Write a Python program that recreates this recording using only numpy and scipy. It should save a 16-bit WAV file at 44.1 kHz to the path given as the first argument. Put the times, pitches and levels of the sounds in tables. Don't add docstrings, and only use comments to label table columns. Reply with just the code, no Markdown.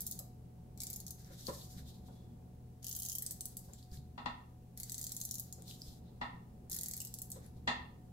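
import sys
import numpy as np
from scipy import signal
from scipy.fft import rfft, irfft, next_fast_len
from scipy.io import wavfile
from scipy.ndimage import uniform_filter1d

SR = 44100
rng = np.random.default_rng(int(sys.argv[2]) if len(sys.argv) > 2 else 0)


def dump(signal):
    limited = np.clip(np.atleast_2d(signal).T, -1, 1)
    pcm = np.round(limited * 32767).astype(np.int16)
    wavfile.write(sys.argv[1], SR, pcm)


N = 358091
T = np.arange(N) / SR

# (start, end [s], main case mode [Hz], its level [dB], low case mode [Hz], its level [dB],
#  upper over lower treble [dB], hiss of the peeling tape [dB])
STROKE_LEGS = [(0, .2, 7500, 7400, 2.5, 5, 2460, 1800, -27, -28, 3.5, 5.4, -60, -72),
               (0.79, 1.1, 7660, 6400, 0, 6, 2280, 2130, -12.5, -32, -2.5, 1.1, -60.5, -72),
               (2.832, 3.195, 6600, 6540, 3, 10.5, 3170, 3160, -9, -10, -1.2, 6, -60.5, -63.5),
               (3.205, 3.6, 8400, 7900, 7, 10.5, 1940, 2020, -17, -31, 4.5, 3, -62, -73),
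               (4.775, 5.53, 8000, 6700, -1, 12, 2070, 1950, -12.5, -38, -2.5, 3.7, -60.5, -70),
               (6.707, 6.985, 7100, 7500, 2, 6.5, 1890, 2080, -19, -10.5, 1.2, 0.6, -59, -62),
               (6.995, 7.32, 7750, 7650, 5.5, 8.5, 2900, 2800, -5.5, -33, 1.5, 3.5, -64.5, -73)]
# (time [s], level [dB], brightness [dB per octave], second overtone [dB],
#  direct share [dB], left minus right of the direct sound [dB])
FAR_KNOCKS = [(4.177, -41, -2.5, -0.5, -8, 13), (4.258, -34.5, -1.5, 1, -1, 11),
              (6.212, -34, -2.5, 4.5, -9, 11), (7.673, -29, 2, 4.5, -21, 24)]


def undb(db):
    return 10 ** (np.asarray(db) / 20)


def along_hz(table, hz):
    f, v = np.transpose(table)
    return np.interp(np.log(np.maximum(hz, 1)), np.log(f), v)


def left_right(pan_db):
    return np.array([[pan_db], [-pan_db]]) / 2


def noise(n, gain):
    # (frequency [Hz], left-right correlation)
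    likeness = [(60, 0.96), (150, 0.99), (300, 0.8), (640, 0.061), (1400, -0.13), (3000, 0.0097)]
    m = next_fast_len(n)
    hz = np.arange(m // 2 + 1) * SR / m
    c = np.clip(along_hz(likeness, hz), -1, 1)
    mid, side = rfft(rng.standard_normal((2, m))) * gain(hz)
    common, difference = mid * np.sqrt(1 + c), side * np.sqrt(1 - c)
    x = irfft([common + difference, common - difference], m)[:, :n]
    return x / np.sqrt(np.mean(x ** 2))


def walk(rate):
    k = int(SR / rate)
    steps = np.repeat(rng.standard_normal(N // k + 1), k)
    return 0.99 * uniform_filter1d(uniform_filter1d(steps, k), k)[:N]


def add(out, s, x):
    i = int(s * SR)
    out[..., i:i + x.shape[-1]] += x[..., :N - i]


def ring(hz, db, t60, phase, seconds):
    t = np.arange(int(seconds * SR)) / SR
    hz, db, t60, phase = (np.asarray(v)[..., None] for v in (hz, db, t60, phase))
    decay = undb(db - 60 * t / t60)
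    return np.sum(decay * np.sin(2 * np.pi * hz * t + phase), axis=-2)


def room(x, late_db, early_db, early_t60, rise):
    # (frequency [Hz], t60 [s])
    wall_decay = [(150, 0.38), (1000, 0.46), (4000, 0.39), (8000, 0.29), (15000, 0.29)]
    t = np.arange(int(.6 * SR)) / SR
    lumps = 1.4 * walk(613)[:len(t)]
    echo = undb(early_db + lumps - 60 * t / early_t60) * noise(len(t), np.ones_like)
    for hz in 125 * 2. ** np.arange(8):
        octave = lambda f: np.cos(np.clip(np.log2(f / hz + 1e-9), -1, 1) * np.pi / 2)
        share = np.sqrt(min(hz / 16000, .55))
        decay = undb(late_db - 60 * t / along_hz(wall_decay, hz))
        echo += share * decay * noise(len(t), octave)
    build_up = 1 - np.exp(-(t / rise) ** 2)
    return signal.fftconvolve(x[None], echo * build_up, axes=1)[:, :N]


def resonance(hz, width_hz, db):
    f = np.arange(1, 514) * SR / 1024
    hz, db = np.reshape(hz, (-1, 1)), np.reshape(db, (-1, 1))
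    return undb(2 * db) / (1 + (f / width_hz - hz ** 2 / f / width_hz) ** 2)


def bursts(events, power, length_s, **space):
    t = np.arange(1024) / SR
    jolt = rng.standard_normal((len(events), 2, len(t))) * t ** 2 * np.exp(-t / length_s)
    fold = np.r_[.5, np.ones(512), np.zeros(511)]
    colour = np.exp(rfft(irfft(np.log(power)) * fold))
    near_bursts = irfft(rfft(jolt) * colour[:, None])
    loudest = uniform_filter1d(near_bursts ** 2, size=40).max(axis=-1, keepdims=True)
    near_bursts /= np.sqrt(2 * loudest)
    spread = irfft(colour)
    energy_ratio = np.mean(near_bursts ** 2, axis=(1, 2)) / np.mean(spread ** 2, axis=1)
    spread *= np.sqrt(energy_ratio)[:, None]
    near, far = np.zeros((2, N)), np.zeros(N)
    for (s, db, pan_db), burst, even in zip(events, near_bursts, spread):
        add(near, s - 2 * length_s, burst * undb(db + left_right(pan_db)))
        add(far, s, (even + 0.9 * burst[1]) * undb(db - 1.0))
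    return near + room(far, **space)


def rumble():
    # (frequency [Hz], relative level [dB per Hz])
    rumble_colour = [(12, -14.5), (22, -19.5), (52, -7), (80, -10.5), (98, -14.5), (112, -23.5),
                     (138, -10.5), (172, -9.5), (248, -13.5), (285, -21), (446, -23), (680, -31),
                     (860, -30), (1050, -39), (2200, -52.5)]
    level_db = -56.5 + 1.73 * walk(3.2)
    low = undb(level_db) * noise(N, lambda f: undb(along_hz(rumble_colour, f)) * (f < 3000))
    return low + undb(-75) * rng.standard_normal((2, N))


def motor_hum():
    # (frequency [Hz], rms level [dB], scale of the wavering [dB])
    motor_lines = [(78.5, -64, 1), (121, -57.5, 1.94), (174.3, -68, 3), (735, -75.5, 3)]
    out = np.zeros((2, N))
    for hz, db, waver_db in motor_lines:
        drift = 1.16 * walk(1.5)
        line = np.sin(2 * np.pi * hz * T + drift + np.array([[0], [hz / 900]]))
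        out += np.sqrt(2) * undb(db + waver_db * walk(rate=12)) * line
    return out


def ratchet():
    # (time [s], level [dB])
    pawl_ticks = [(0.0068, -29.5), (0.0186, -34), (0.0666, -28.5), (0.0754, -36), (0.1123, -30.5),
                  (0.123, -35), (0.191, -32), (0.776, -46.5), (0.804, -32.5), (0.8185, -33.5),
                  (0.835, -32.5), (0.869, -33), (0.902, -33), (0.931, -34), (0.9383, -39), (0.9609, -33),
                  (1.0024, -38.5), (1.0663, -36.5), (1.081, -40), (1.1074, -34), (2.8293, -46.5),
                  (2.8447, -35.5), (2.8675, -32), (2.8834, -35.5), (2.8933, -32.5), (2.9132, -33.5),
                  (2.927, -33), (2.9512, -33), (2.9642, -30.5), (2.9897, -34), (2.9998, -32.5),
                  (3.0212, -31), (3.0326, -32.5), (3.0514, -32.5), (3.062, -32.5), (3.087, -31.5),
                  (3.098, -30), (3.1188, -33), (3.1278, -34), (3.1525, -28), (3.1578, -39), (3.1846, -28.5),
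                  (3.2227, -29), (3.264, -28.5), (3.3095, -30.5), (3.3208, -39), (3.4086, -31),
                  (3.456, -30), (3.5697, -33.5), (3.591, -46), (4.7754, -37.5), (4.8009, -33),
                  (4.833, -32.5), (4.897, -33.5), (4.92, -31.5), (4.9445, -32), (4.981, -33), (4.994, -38),
                  (5.0143, -31.5), (5.029, -37), (5.0417, -31), (5.0675, -32), (5.094, -41), (5.12, -30.5),
                  (5.148, -41), (5.1664, -30), (5.2022, -38), (5.214, -29.5), (5.237, -38), (5.252, -29),
                  (5.291, -42), (5.3114, -28), (5.342, -32), (5.3546, -34), (5.3834, -36.5), (5.3973, -29),
                  (5.5263, -36), (6.6982, -37), (6.715, -32.5), (6.7195, -32), (6.7302, -30),
                  (6.7453, -30.5), (6.75, -41), (6.7648, -30), (6.7882, -31), (6.8114, -30.5), (6.834, -29),
                  (6.8606, -32), (6.8848, -31), (6.9123, -32.5), (6.9366, -31.5), (6.967, -34.5),
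                  (6.9769, -36), (7.0033, -31.5), (7.017, -34.5), (7.05, -33.5), (7.0716, -40),
                  (7.1406, -32.5), (7.1875, -37), (7.2184, -31.5), (7.303, -38), (7.3179, -32.5)]
    # (frequency [Hz], width [Hz], level before the treble balance [dB])
    case_modes = [(4200, 960, 0), (5500, 2000, -2.5), (6550, 610, 0.5), (7870, 530, -3.5), (10200, 880, -8),
                  (11140, 1230, 0), (13070, 920, -2), (13100, 1400, -8), (14800, 630, -4.5)]
    firm_tick_db, left_per_db = -33.5, 0.47
    bright_spread_db, pan_spread_db = 5, 1.5
    s, tick_db = np.transpose(pawl_ticks)
    ends = np.reshape(STROKE_LEGS, (len(STROKE_LEGS), -1, 2))
    when, *glides = np.moveaxis(ends, 1, 0).reshape(ends.shape[1], -1)
    main_hz, main_db, low_hz, low_db, tilt_db, _ = (np.interp(s, when, c) for c in glides)
    chance = rng.standard_normal((len(s), 2)).T
    bright_db = tilt_db + bright_spread_db * chance[0]
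    pan_db = left_per_db * (firm_tick_db - tick_db) + pan_spread_db * chance[1]
    case = 0
    for hz, width_hz, db in case_modes:
        tilt = np.tanh(2 * np.log2(hz / 9000)) / 2
        case = case + resonance(hz, width_hz, db + bright_db * tilt)
    case = case + resonance(main_hz, 800, main_db - bright_db / 2)
    case = case * (1 - resonance(1, 3200, 0)) ** 5
    case = case + resonance(low_hz, 280, low_db) * resonance(low_hz, 550, 0)
    rows, turn = np.transpose([s, tick_db, pan_db]), np.arange(len(s)) % 3
    space = dict(late_db=-37.5, early_db=-22.5, early_t60=0.04, rise=0.0016)
    return sum(bursts(rows[turn == k], case[turn == k], length_s=0.00044, **space) for k in np.unique(turn))


def peel_power():
    swish_db, scrape_db, onset_s = -11, -17.5, 0.02
    leg_s, peel_db = np.transpose([(row[k], row[k - 2]) for row in STROKE_LEGS for k in range(2)])
    on = sum((T >= row[0]) & (T < row[1]) for row in STROKE_LEGS)
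    on = uniform_filter1d(np.minimum(on, 1.), int(onset_s * SR)).clip(0)
    balance = undb(2 * np.r_[0, swish_db, scrape_db])[:, None]
    return balance * on * undb(2 * np.interp(T, leg_s, peel_db))


def friction(grain_db=2.85, flicker_db=3.0):
    # (frequency [Hz], relative level [dB per Hz])
    paper_colour = [(2820, -10.5), (4800, 7), (7480, 7.5), (8700, 3.5), (14500, 5.5), (15600, -8),
                    (16000, -23)]
    jerks = uniform_filter1d(rng.exponential(size=N) - 1, size=12)
    grains = undb(grain_db * jerks + flicker_db * walk(50))
    hiss = lambda f: undb(along_hz(paper_colour, f))
    swish = lambda f: 1 / (1 + ((f - 3800) / 800) ** 2) / (1 + (3000 / (f + 1)) ** 8)
    scrape = lambda f: 1 / (1 + ((f - 1700) / 500) ** 2)
    out = np.zeros((2, N))
    for colour, power in zip((hiss, swish, scrape), peel_power() + slide_power()):
        out += grains * noise(N, colour) * np.sqrt(power)
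    return out


def slaps():
    # (time [s], level [dB], centre [Hz], upper edge [dB], left minus right [dB])
    flat_slaps = [(.199, -55, 610, -22, -8), (1.302, -56, 350, -16, 7), (1.484, -38, 434, -9.5, 6),
                  (2.085, -58.5, 704, -14, 13), (3.687, -57.5, 505, -5, 3), (5.581, -55.5, 452, -12, 6),
                  (7.36, -52, 496, -9, 4)]
    s, slap_db, hz, edge_db, pan_db = np.transpose(flat_slaps)
    puff = resonance(hz, 660, 0) * resonance(hz, 650, 0) ** 2
    puff = puff + resonance(900, 470, edge_db) * resonance(880, 610, 0)
    space = dict(late_db=-29.0, early_db=-19, early_t60=0.14, rise=0.0011)
    return bursts(np.transpose([s, slap_db, pan_db]), puff, length_s=0.0009, **space)


def slide_power():
    # (loudest time [s], length [s], hiss [dB], swish [dB], scrape [dB])
    slide_moves = [(1.223, 0.45, -66.5, -77, -81), (1.305, 0.19, -71, -73, -69),
                   (1.396, 0.16, -55, -60, -71), (1.473, 0.099, -47.5, -54, -83),
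                   (1.537, 0.35, -51.5, -61, -89), (1.615, .06, -67, -58, -88),
                   (1.73, 0.22, -59.5, -76, -95), (1.785, 0.11, -63, -64, -67),
                   (1.897, 0.16, -62.5, -62.5, -88), (2.08, 0.34, -70, -73.5, -95),
                   (2.196, 0.28, -93, -81, -98), (3.647, 0.19, -64, -78, -87),
                   (3.738, 0.052, -58.5, -66, -74), (3.79, .15, -66, -68, -85),
                   (3.838, 0.11, -64, -69, -89), (3.945, 0.11, -58.5, -68, -73), (5.577, .2, -66, -95, -90),
                   (5.693, 0.14, -53.5, -57, -84), (5.818, 0.23, -60, -76, -92),
                   (5.891, 0.13, -59, -62, -90), (6.083, 0.22, -90, -76, -95),
                   (7.365, 0.17, -70, -72, -74.5), (7.445, 0.17, -70.5, -79, -76.5),
                   (7.57, 0.1, -78, -80, -94)]
    rise_share, edge_db = 0.41, -15
    power = np.zeros((3, N))
    for s, length, *db in slide_moves:
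        away = np.maximum((s - T) / rise_share, (T - s) / (1 - rise_share)) / length
        power += undb(2 * np.array(db))[:, None] * undb(2 * edge_db * away)
    return power


def snaps():
    # (time [s], level [dB], main ring [Hz], left minus right [dB])
    page_snaps = [(1.2461, -51, 5700, -1), (1.4097, -46, 6100, -3), (1.469, -35.5, 4520, 14),
                  (1.774, -54, 4870, 0), (1.8107, -59, 3720, -4), (3.6464, -55, 12300, 0),
                  (3.7348, -44.5, 7300, 9), (3.8276, -50.5, 4300, -3), (3.916, -53, 4800, 3.0),
                  (3.9725, -51.5, 4050, -2), (5.6221, -43, 8140, 3.0), (5.6805, -44.5, 4500, -2),
                  (5.7111, -44, 3320, 5), (5.8188, -36, 4970, -1), (7.4634, -51.5, 11000, 7)]
    s, snap_db, hz, pan_db = np.transpose(page_snaps)
    sheet = resonance(hz, 640, 0) * resonance(hz, 1400, 0) + resonance(8600, 6600, -19.5)
    space = dict(late_db=-38.5, early_db=-31, early_t60=0.023, rise=0.0013)
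    return bursts(np.transpose([s, snap_db, pan_db]), sheet, length_s=0.00028, **space)


def bumps():
    # (time [s], peak level [dB], contact [ms])
    hand_bumps = [(1.3, -44.5, 3.2), (1.49, -41.5, 3.2), (1.765, -37.5, 3.7), (1.821, -44, 5.6),
                  (3.698, -58, 1.8), (3.919, -36.5, 4.6), (3.975, -42.5, 3.45), (4.035, -55, 3.3),
                  (5.877, -45.5, 9.8), (7.561, -42, 3.4), (7.67, -41, 2.6)]
    # (frequency [Hz], level before a chance change [dB], t60 [s])
    table_modes = [(73, -4.5, 0.9), (139.9, 1, 0.69), (193, 2, 0.099), (245.6, -9, 0.69),
                   (377.6, 5.5, 0.15)]
    hz, db, t60 = np.transpose(table_modes)
    direct = np.zeros(N)
    for s, bump_db, ms in hand_bumps:
        chance_db = rng.standard_normal(len(hz))
        push = np.sin(np.pi * np.linspace(0, 1, max(int(ms * SR / 1000), 3)))
        thud = signal.fftconvolve(ring(hz, db + chance_db, t60, 0 * hz, 0.5), push)
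        add(direct, s, thud * undb(bump_db) / np.abs(thud).max())
    return direct + room(direct, late_db=-33.5, early_db=-51, early_t60=0.064, rise=0.0013)


def squeak():
    # (start [s], length [s], centre [Hz], level [dB])
    fingertip_squeak = (2.0, 0.4, 3400, -81)
    start, length, hz, squeak_db = fingertip_squeak
    swell = np.sin(np.pi * np.clip((T - start) / length, 0, 1))
    return undb(squeak_db) * swell * noise(N, lambda f: 1 / (1 + ((f - hz) / 70) ** 2))


def knocks():
    # (frequency [Hz], level relative to the blow [dB], t60 [s])
    hollow_modes = [(246.7, 8, 0.16), (812, -36, 0.17), (848, -7.5, 0.11), (989, 4, 0.044),
                    (1096, -7.5, 0.064), (1220, -7.5, 0.06), (1286, -4, 0.029), (1825, -11.5, 0.062),
                    (1875, -8.5, 0.07), (2016, -8, 0.034), (1960, -24, 0.023), (2636, -7.5, 0.024),
                    (2750, -5.5, 0.031), (3277, -10.5, 0.019), (3470, 3, 0.0097), (4000, -9, 0.029),
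                    (4280, -12, 0.038), (4500, -15, 0.015), (5300, -32, 0.0062), (6700, -5, 0.0038),
                    (7300, -21, .004)]
    contact_s = 0.00017
    hz, db, t60 = np.transpose(hollow_modes)
    octaves_up = np.log2(np.maximum(hz / 1000, 1))
    is_second = abs(np.log2(hz / 1900)) < .25
    out, far = np.zeros((2, N)), np.zeros(N)
    radiate = signal.butter(2, 700, "high", fs=SR, output="sos")
    t = np.arange(600) / SR
    scatter = rng.standard_normal((2, len(t))) * t * np.exp(-t / 0.0016)
    scatter /= np.sqrt(np.sum(scatter ** 2, axis=1, keepdims=True))
    for s, blow_db, bright_db, second_db, direct_db, pan_db in FAR_KNOCKS:
        mode_db = blow_db + db + bright_db * octaves_up + second_db * is_second
        body = signal.sosfilt(radiate, ring(hz, mode_db, t60, 0 * hz, .2))
        body = body * (1 - np.exp(-T[:len(body)] / contact_s))
        add(far, s, body)
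        first_arrival = signal.fftconvolve(body[None], scatter, axes=1)
        add(out, s, first_arrival * undb(direct_db + left_right(pan_db)))
    return out + room(far, late_db=-32.0, early_db=-27, early_t60=0.21, rise=0.0019)


def thumps():
    thump_hz, thump_db = 320, -14.5
    s, blow_db, *_ = np.transpose(FAR_KNOCKS)
    puff = resonance(thump_hz + 0 * s, 200, 0) ** 2
    space = dict(late_db=-41.5, early_db=-21, early_t60=0.079, rise=0.0025)
    return bursts(np.transpose([s, blow_db + thump_db, 0 * s]), puff, length_s=0.00155, **space)


def scene():
    background = rumble() + motor_hum()
    page = ratchet() + friction() + slaps() + snaps() + bumps() + squeak()
    return background + page + knocks() + thumps()


def record(dry):
    # (frequency [Hz], left minus right [dB])
    port_balance = [(250, 0.64), (600, -1.5), (1200, -0.6), (4000, 1.5), (8000, 0.5), (13000, 2)]
    top_hz = 15750
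    m = next_fast_len(N)
    lean = along_hz(port_balance, np.arange(m // 2 + 1) * SR / m) * np.array([[.5], [-.5]])
    wet = irfft(rfft(dry, m) * undb(lean), m)[:, :N]
    return signal.sosfilt(signal.ellip(10, .2, 70, top_hz, fs=SR, output="sos"), wet)


dry = scene()
out = record(dry)
dump(out)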